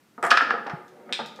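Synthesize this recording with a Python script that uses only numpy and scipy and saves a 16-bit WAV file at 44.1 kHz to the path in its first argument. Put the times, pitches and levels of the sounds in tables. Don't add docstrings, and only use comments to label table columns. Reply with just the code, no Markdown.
import sys
import numpy as np
from scipy import signal
from scipy.fft import rfft, irfft
from scipy.io import wavfile

SR = 44100
rng = np.random.default_rng(int(sys.argv[2]) if len(sys.argv) > 2 else 0)


def transcribe(u):
    v = np.clip(np.atleast_2d(u).T, -1, 1)
    q = np.round(v * 32767).astype(np.int16)
    wavfile.write(sys.argv[1], SR, q)


N = 61739
T = np.arange(N) / SR

# f/Hz, level/dB
WOOD_SPECTRUM = [(60, -54.5), (130, -9), (240, 1.5), (315, 1.5), (490, 5), (600, -2), (780, 7), (1070, 1.5),
                 (1300, 8.5), (1800, 8), (2400, -2.5), (3300, -8.5), (15000, -53)]
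# f/Hz, level/dB
TICK_SPECTRUM = [(1000, -32), (3800, -4.5), (6500, -2.5), (9000, -6), (15000, -1)]
WOOD_T60_S, TICK_T60_S = 0.07, 0.021


def table_knocks():
    # t/s, level/dB, contact corner f/Hz
    knocks = [(.179, -12, 680), (.2272, -6, 2420), (.2335, -9, 1700), (.2385, -3.5, 2090),
              (.2445, -4, 1820), (.265, -12, 2020), (.3105, 0, 3040), (.418, -7.5, 1750), (.468, -9, 510),
              (.509, -6.5, 900), (.536, -6, 1100), (.569, -14.5, 900), (.664, -7.5, 990), (.697, -12, 1620),
              (1.092, -24.5, 2160)]
    return strike(knocks, wood, room_db=-1.5)


def wood():
    # f/Hz, level/dB, t60/s
    table_modes = [(263, -1.5, 0.067), (361.6, -11, 0.28), (482, -1.5, 0.16), (532, -12.5, 0.48),
                   (707.4, 6.5, 0.086), (777, 3, 0.12), (836, -5.5, 0.51), (957, 5.5, 0.07),
                   (1243, 14, 0.052)]
    return undb(-7) * ring(table_modes) + undb(-4.5) * crack(WOOD_SPECTRUM, WOOD_T60_S)


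def ball_clacks():
    # t/s, level/dB, contact corner f/Hz
    clacks = [(.304, -17.5, 6000), (.3062, -4.5, 6500), (.3105, -0.5, 4230), (.3145, -6, 3800),
              (.3715, -3, 4440), (.3745, -4.5, 3130), (.418, -17, 5270), (.505, -12, 3300),
              (.667, -25.5, 5160), (.6975, -25.5, 5040)]
    # f/Hz, level/dB
    clack_spectrum = [(200, -43), (900, -12.5), (2700, 2), (4000, -4), (5200, -2.5), (6700, -14.5),
                      (8200, -14.5), (15000, -24.5)]
    return strike(clacks, lambda: undb(-3.5) * crack(clack_spectrum, t60=0.044), room_db=-5.5)


def metal_track():
    # t/s, level/dB, contact corner f/Hz
    blows = [(.3158, 4, 3000), (.3262, -12.5, 2500), (.3742, 1, 2610), (.4085, -1, 1680), (.5074, -2, 1640)]
    # f/Hz, level/dB, t60/s
    ringing_modes = [(1255, -2, .29), (1308, -2, .29), (1390, -2, .3), (1535, -8, .35), (1622, -4, .4),
                     (1690, -12, .3), (1728, -6, .42), (1805, -9, .4), (2595, -19, .35), (2950, -20, .3)]
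    # f/Hz, level/dB, t60/s
    clunk_modes = [(1339, -6, 0.056), (1460, -2, 0.019), (1666, -2, 0.023)]
    detune = 0.0053

    def ringing():
        stirred = [(hz * (1 + detune * rng.standard_normal()), db, t60) for hz, db, t60 in ringing_modes]
        partials = [rng.choice([-1, 1]) * undb(db) * ring([(hz, 0, t60)]) for hz, db, t60 in stirred]
        return undb(-5) * unit(sum(partials))

    clunk = undb(2) * ring(clunk_modes)
    return strike(blows, ringing, room_db=-4.5) + strike(blows, lambda: clunk, room_db=-4)


def ball_on_ball():
    # t/s, level/dB, contact corner f/Hz
    contact = [(1.1256, -12.5, 11900)]
    # f/Hz, level/dB
    clack_spectrum = [(200, -23), (1080, -6), (1290, 4.5), (2050, -0.5), (2300, 0.5), (3000, 4.5),
                      (3700, 9.5), (4500, 3), (5300, -1), (6900, -14.5), (8200, -6), (10500, -29),
                      (15000, -24)]
    # f/Hz, level/dB, t60/s
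    glassy_modes = [(3490, -4, .4), (3607, -2, .35), (3725, -3, .4), (3989, -4, .36), (4199, -4, .4),
                    (4400, -4, .28), (5012, -4, .24), (8250, -4, .14)]
    clack = strike(contact, lambda: undb(0.5) * crack(clack_spectrum, t60=0.016), room_db=5)
    glassy = strike(contact, lambda: undb(-8) * ring(glassy_modes), room_db=-17)
    return clack + glassy


def cardboard_tube():
    # t/s, level/dB, contact corner f/Hz
    bumps = [(1.1912, -17, 1300), (1.198, -16.5, 560), (1.388, -26.5, 1120)]
    # f/Hz, level/dB, t60/s
    tube_modes = [(235.4, 4.5, 0.18), (480, 16, 0.04), (830, 5, 0.022), (876, -2.5, 0.11),
                  (900, 13.5, 0.043), (1239, 17.5, 0.058)]
    hollow = undb(2) * ring(tube_modes)
    return strike(bumps, lambda: hollow + undb(0.5) * crack(WOOD_SPECTRUM, WOOD_T60_S), room_db=7)


def loose_pieces():
    # t/s, level/dB, f/Hz (both ring pitch and contact corner)
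    ticks = [(0.2275, -25.5, 7860), (.238, -29, 10100), (0.251, -26.5, 7670), (0.2661, -26.5, 8770),
             (0.3047, -19.5, 5500), (.3105, -19, 4700)]

    def tick(hz):
        ping = ring([(hz, 0, 0.012)])
        return undb(1.5) * crack(TICK_SPECTRUM, TICK_T60_S) + undb(-2) * ping

    return sum(strike([(s, db, hz)], lambda: tick(hz), room_db=1.5) for s, db, hz in ticks)


def light_touches():
    # t/s, level/dB, contact corner f/Hz
    touches = [(.881, -34, 4100), (1.26, -22, 4440), (1.36, -31, 4500)]
    return strike(touches, lambda: crack(TICK_SPECTRUM, TICK_T60_S), room_db=1.5)


def thud():
    start_s, rise_s, pitch_hz = 0.7335, 0.0045, 157
    age = np.maximum(T - start_s, 0)
    swell = age / rise_s * np.exp(1 - age / rise_s)
    direct = undb(-24) * swell * np.sin(2 * np.pi * pitch_hz * age)
    reverb = np.linalg.norm(direct) * unit(through(direct, room()))
    return direct + undb(-19) * reverb


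def rolling():
    # t/s, level/dB
    level_curve = [(.42, -74), (.5, -45.5), (.8, -51.5), (.9, -54), (1.0, -48), (1.06, -49), (1.12, -39.5),
                   (1.18, -53), (1.4, -50)]
    # f/Hz, level/dB
    roll_spectrum = [(170, -7), (470, 2), (1200, -24), (4000, -22.5)]
    bumps_per_s, scatter_db = 1200, 3.5
    impulses = (rng.random(N) < bumps_per_s / SR) * rng.choice([-1, 1], N)
    bumps = impulses * undb(scatter_db * rng.standard_normal(N))
    bumps_in_room = bumps + through(bumps, room())
    rumble = colour(through(bumps_in_room, wood()), roll_spectrum)
    level_db = np.interp(T, *np.array(level_curve).T, left=-np.inf)
    return rumble / rumble.std() * undb(level_db)


def room():
    # f/Hz, t60/s
    decays = [(150, 0.94), (500, .48), (1400, 0.56), (3700, 0.55), (12000, 0.28)]
    gap_s, build_s = 0.001, 0.0034
    noise, hz = rfft(rng.standard_normal(N)), np.fft.rfftfreq(N, 1 / SR)
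    tail = np.zeros(N)
    for centre, t60 in decays:
        band = on_log_axis([(f, f == centre) for f, _ in decays], hz)
        tail += irfft(noise * band, N) * fade(t60)
    early_lift = 1 + undb(3) * fade(t60=0.087)
    onset = np.clip((T - gap_s) / build_s, 0, 1)
    return unit(tail * early_lift * onset)


def room_tone():
    # f/Hz, level/dB
    air_spectrum = [(40, -14.5), (160, 0), (320, -4), (600, -13), (1500, -14), (3500, -21.5), (15000, -30)]
    air = colour(rng.standard_normal(N), air_spectrum)
    return undb(-60.5) * air / air.std()


def strike(events, body, room_db):
    hit_gain_db = 11.5
    out = np.zeros(N)
    for s, db, corner_hz in events:
        start, response = int(s * SR), body()
        heard = response + undb(room_db) * unit(through(response, room()))
        push = signal.butter(2, min(corner_hz, .45 * SR), fs=SR)
        out[start:] += undb(db + hit_gain_db) * signal.lfilter(*push, heard)[:N - start]
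    return out


def ring(modes):
    return unit(sum(undb(db) * fade(t60) * np.minimum(hz * T, 1) * np.sin(2 * np.pi * hz * T)
                    for hz, db, t60 in modes))


def crack(spectrum, t60):
    burst = rfft(rng.standard_normal(N) * fade(t60))
    even = irfft(burst / np.sqrt(np.abs(burst)), N) * fade(2 * t60)
    return unit(colour(even, spectrum))


def colour(x, spectrum):
    size = 4096
    gain = undb(on_log_axis(spectrum, np.fft.rfftfreq(size, 1 / SR)))
    cepstrum = irfft(np.log(gain))
    cepstrum[1:size // 2] *= 2
    cepstrum[size // 2 + 1:] = 0
    return through(x, irfft(np.exp(rfft(cepstrum))))


def on_log_axis(points, hz):
    f, v = np.array(points, float).T
    return np.interp(np.log(np.maximum(hz, 1)), np.log(f), v)


def through(x, response):
    return signal.fftconvolve(x, response)[:N]


def fade(t60):
    return np.exp(-np.log(1000) * T / t60)


def undb(db):
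    return 10 ** (np.asarray(db) / 20)


def unit(x):
    return x / np.sqrt(np.sum(x ** 2))


def scene():
    air = room_tone()
    table = loose_pieces() + light_touches() + table_knocks()
    track = ball_clacks() + metal_track() + thud() + rolling()
    far_end = ball_on_ball() + cardboard_tube()
    return (table + track + far_end + air)[None]


def record(dry):
    low_cut_hz, top_hz, ceiling = 95, 15300, 0.74
    low_cut = signal.butter(1, low_cut_hz, "high", fs=SR, output="sos")
    top_cut = signal.ellip(8, .2, 80, top_hz, fs=SR, output="sos")
    thin = signal.sosfilt(low_cut, dry)
    rounded = thin / (1 + (thin / ceiling) ** 8) ** (1 / 8)
    return signal.sosfilt(top_cut, signal.sosfilt(low_cut, rounded))


dry = scene()
out = record(dry)
transcribe(out)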